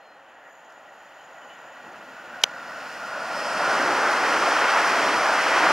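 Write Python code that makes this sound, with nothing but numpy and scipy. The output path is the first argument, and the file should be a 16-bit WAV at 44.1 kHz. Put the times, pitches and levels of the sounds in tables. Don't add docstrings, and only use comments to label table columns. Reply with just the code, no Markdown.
import sys
import numpy as np
from scipy import signal
from scipy.fft import rfft, irfft, next_fast_len
from scipy.io import wavfile

SR = 44100
rng = np.random.default_rng(int(sys.argv[2]) if len(sys.argv) > 2 else 0)


def wrap_up_sound(samples):
    columns = np.atleast_2d(samples).T
    tamed = np.clip(columns, -1, 1)
    steps = np.round(tamed * 32767).astype(np.int16)
    wavfile.write(sys.argv[1], SR, steps)


N = 252252
TIME = np.arange(N) / SR
FREQ = np.maximum(np.arange(N // 2 + 1) * SR / N, 1)

# time in seconds, roar in dB, contact hiss in dB before trim.
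ROLLING_LEVELS = [(0.0, -50, -73), (0.5, -49, -72), (1.15, -47.5, -66.5), (1.4, -45, -67.0),
                  (2.1, -43.5, -61), (2.4, -40, -58), (2.95, -35.8, -50), (3.2, -32, -48.0),
                  (3.42, -29, -41.5), (3.68, -22, -37.5), (4.0, -22.5, -37.5), (4.5, -21, -35.5),
                  (4.88, -21, -35), (5.28, -22.5, -36), (5.72, -19, -34)]


def rolling_wheels(crossovers_hz=(450, 1800, 3800), flutters_db=(.5, .7, .64, .5), flutter_hz=14):
    # time in seconds, stage from 0 (far) to 3 (alongside).
    approach = [(0, 0.17), (2.3, 0.63), (2.8, 1.24), (3.35, 1.7), (3.8, 2.76), (3.95, 2.8)]
    # frequency in Hz, relative level in dB.
    far = [(30, -50), (100, -23.5), (200, -19), (300, -10), (420, -11.5), (580, -3), (800, -1),
           (1050, -8.5), (1800, -10.5), (2150, -18), (2900, -15.5), (3600, -26), (6000, -29), (8500, -37),
           (15500, -35)]
    entering = [(30, -42), (100, -22), (170, -12), (290, -7), (410, -16.5), (540, -2.5), (1100, -4.5),
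                (1800, -5), (2150, -11), (2700, -8), (3700, -18.5), (5200, -16), (8000, -30.5),
                (15500, -34)]
    drawing_level = [(30, -37), (100, -23), (190, -10.5), (290, -8.5), (400, -11.5), (600, 2.5),
                     (1500, -4.5), (2000, -9.5), (2600, -7), (3750, -21), (5100, -13), (6300, -22),
                     (10000, -29), (15500, -47)]
    alongside = [(30, -45), (110, -30), (230, -17.5), (310, -8.5), (460, -7.5), (680, -2.5), (1400, -1),
                 (2100, -7.5), (3050, -15), (3700, -21), (5600, -18.5), (7700, -30), (11300, -35.5),
                 (12500, -42.5), (15500, -45)]
    # pitch in Hz, width in Hz, lift in dB at each stage.
    rail_modes = [(1422, 112, 1, 10, 9, 0.5), (1910, 66, 8, 7.5, 6, 2), (3180, 110, 4.5, -5, 4.5, 2.5)]
    colours = []
    for k, points in enumerate([far, entering, drawing_level, alongside]):
        peaks_db = sum(db[k] * resonance(hz, width) for hz, width, *db in rail_modes)
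        colours.append(from_db(over_hz(points) + peaks_db))
    stage, = in_time(approach)
    crossfades = [np.interp(stage, np.arange(4), row) for row in np.eye(4)]
    lowpasses = [0] + [1 / (1 + (FREQ / hz) ** 12) for hz in crossovers_hz] + [1]
    levels_db = rolling_band_levels(alongside_share=crossfades[-1])
    out = 0
    for low, high, level_db, flutter_db in zip(lowpasses, lowpasses[1:], levels_db, flutters_db):
        band = stereo_noise() * np.sqrt(np.maximum(high - low, 0))
        noise = sum(fade * sound_of(band * colour) for fade, colour in zip(crossfades, colours))
        out = out + noise * from_db(level_db + flutter_db * drift(flutter_hz))
    return out


def rolling_band_levels(alongside_share, between_bogies_db=-2.5, hiss_trim_db=.7):
    roar_db, hiss_db = in_time(ROLLING_LEVELS)
    # time in seconds, rumble lift in dB.
    bogies = [(3.89, 7), (4.36, 6), (5.08, 6.2), (5.64, 4.5)]
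    # time in seconds, rumble lift in dB.
    thuds = [(.67, 0.5), (1.85, 9.5)]
    bogies_db = between_bogies_db * alongside_share + sum(db * swell(s, spread_s=.12) for s, db in bogies)
    thuds_db = sum(db * strike(s, rise_s=.033, decay_s=.31) for s, db in thuds)
    rumble_db = roar_db - 15 + bogies_db + thuds_db
    leading_car_db = -3 * swell(3.5, spread_s=.55)
    ring_db = roar_db + .26 * (hiss_db - roar_db) - 2.5 + leading_car_db
    return rumble_db, roar_db, ring_db, hiss_db + hiss_trim_db


def steel_flares():
    # peak time in seconds, spread in seconds, pitch in Hz, width in Hz, level in dB.
    flares = [(.46, 0.042, 1780, 200, -51), (2.18, 0.023, 1460, 110, -44), (2.34, .035, 1470, 120, -40),
              (2.72, .15, 1440, 70, -43.5), (3.43, .07, 5150, 220, -44), (3.66, 0.037, 1430, 90, -26),
              (4.06, 0.027, 1500, 100, -26)]
    noise = stereo_noise()
    return sum(from_db(db) * swell(s, spread_s) * sound_of(noise * resonance(hz, width_hz))
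               for s, spread_s, hz, width_hz, db in flares)


def rail_snap(travel_at_1khz_s=.00282, ring_hz=6100, ring_t60=.031, ring_db=-29):
    # time in seconds, relative strength in dB.
    slips = [(2.4348, 2), (2.4369, 14), (2.4382, 13), (2.4396, 5)]
    # frequency in Hz, relative level in dB.
    snap_colour = [(100, -45), (430, -5), (750, -16), (1000, -3.5), (1600, -15), (2300, -7.5), (3100, 0),
                   (4500, -9), (6300, -9), (8000, -25.5), (12000, -25.5), (16000, -39)]
    impulses = sum(from_db(db) * np.exp(-2j * np.pi * FREQ * s) for s, db in slips)
    dispersion = np.exp(-4j * np.pi * travel_at_1khz_s * np.sqrt(1000 * FREQ))
    colour = from_db(over_hz(snap_colour))
    snap = irfft(impulses * dispersion * colour / rms(colour), N) * from_db(-2)
    age = np.maximum(TIME - slips[-1][0], 0)
    ring = np.sin(2 * np.pi * ring_hz * age) * np.exp(-np.log(1000) * age / ring_t60)
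    return snap + from_db(ring_db) * ring


def singing_rails(shimmer_db=1.5, shimmer_hz=12, trim_db=-3.5):
    # pitch in Hz, width in Hz, relative level in dB.
    high_modes = [(6680, 37, -1.5), (6930, 74, 3), (7200, 70, -10), (6640, 600, -10.5), (11540, 190, -9.5),
                  (14050, 250, -8)]
    # time in seconds, level in dB before trim.
    fader = [(0, -78), (.44, -75.5), (.5, -68), (.78, -72.5), (1.55, -66.5), (2.0, -70.5), (2.9, -63),
             (4.0, -66)]
    level_db, = in_time(fader)
    noise = stereo_noise()
    singing = sum(from_db(db + shimmer_db * drift(shimmer_hz)) * sound_of(noise * resonance(hz, width))
                  for hz, width, db in high_modes)
    return singing * from_db(level_db + trim_db)


def wheel_squeals(sag_hz_per_s=530, waver_depth_hz=18):
    # peak time in seconds, length in seconds, pitch in Hz, level in dB.
    squeals = [(0.082, 0.24, 4170, -67.5), (.09, .18, 5000, -77), (.28, 0.072, 3030, -66),
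               (0.891, .06, 1920, -55), (1.207, .06, 3050, -60), (1.38, .07, 1940, -51),
               (1.432, .06, 3020, -57), (1.515, 0.084, 2970, -54)]
    out = np.zeros(N)
    waver_hz = waver_depth_hz * drift(rate_hz=60)
    for s, length_s, hz, db in squeals:
        during = np.abs(TIME - s) < length_s / 2
        from_peak_s = TIME[during] - s
        pitch = hz - sag_hz_per_s * from_peak_s + waver_hz[during]
        envelope = from_db(db) * np.sqrt(2) * np.cos(np.pi * from_peak_s / length_s)
        out[during] += envelope * np.sin(2 * np.pi * np.cumsum(pitch) / SR)
    return out


def light_ticks(t60=.03):
    # time in seconds, level in dB.
    ticks = [(.648, -65), (.703, -58), (.722, -60), (2.416, -44)]
    envelope = sum(from_db(db) * strike(s, rise_s=.002, decay_s=t60 / np.log(1000)) for s, db in ticks)
    return envelope * sound_of(stereo_noise() * resonance(hz=5400, width_hz=2500))


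def car_hum(offset_db=-54, follows_roar=.74):
    roar_db, _ = in_time(ROLLING_LEVELS)
    hum = sound_of(stereo_noise() * resonance(hz=54.5, width_hz=7))
    return from_db(offset_db + follows_roar * roar_db) * hum


def stereo_noise():
    # frequency in Hz, left-right correlation from 0 to 1.
    likeness = [(30, 0.72), (80, 1), (200, 1), (1200, 1), (2800, 0.97), (5600, 0.91), (10000, 0.86),
                (15000, .65)]
    mid, side = rfft(rng.standard_normal((2, N)))
    alike = np.clip(over_hz(likeness), 0, 1)
    return np.sqrt(1 + alike) * mid + np.sqrt(1 - alike) * side * [[1], [-1]]


def from_db(db):
    return 10 ** (np.asarray(db) / 20)


def rms(x):
    return np.sqrt(np.mean(x ** 2) + 1e-20)


def in_time(rows):
    s, *columns = np.transpose(rows)
    return [np.interp(TIME, s, c) for c in columns]


def over_hz(points):
    hz, value = np.transpose(points)
    return np.interp(np.log(FREQ), np.log(hz), value)


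def resonance(hz, width_hz):
    return 1 / (1 + ((FREQ - hz) / (width_hz * .75)) ** 2)


def drift(rate_hz):
    slow = irfft(rfft(rng.standard_normal(N)) / (1 + (FREQ / rate_hz) ** 2) * (FREQ > 1), N)
    return slow / rms(slow)


def sound_of(spectrum):
    x = irfft(spectrum, N)
    return x / rms(x)


def swell(middle_s, spread_s):
    return np.exp(-.5 * ((TIME - middle_s) / spread_s) ** 2)


def strike(s, rise_s, decay_s):
    return np.clip(1 + (TIME - s) / rise_s, 0, 1) * np.exp(-np.maximum(TIME - s, 0) / decay_s)


def scene():
    # frequency in Hz, delay of the left side in seconds.
    left_lag = [(600, 0.0000069), (1300, 0.0000069), (3700, 0.000018), (11500, 2.1e-5)]
    left, right = (rolling_wheels() + singing_rails() + steel_flares() + car_hum()
                   + wheel_squeals() + light_ticks() + rail_snap())
    size = next_fast_len(N + SR)
    hz = np.fft.rfftfreq(size, 1 / SR)
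    lag_s = np.interp(hz, FREQ, over_hz(left_lag))
    late_left = irfft(rfft(left, size) * np.exp(-2j * np.pi * hz * lag_s), size)[:N]
    return np.array([late_left, right])


def record(dry, ceiling=.95, cutoff_hz=15750):
    rounded = dry / (1 + (dry / ceiling) ** 6) ** (1 / 6)
    return signal.sosfilt(signal.ellip(12, .1, 80, cutoff_hz, fs=SR, output="sos"), rounded)


dry = scene()
out = record(dry)
wrap_up_sound(out)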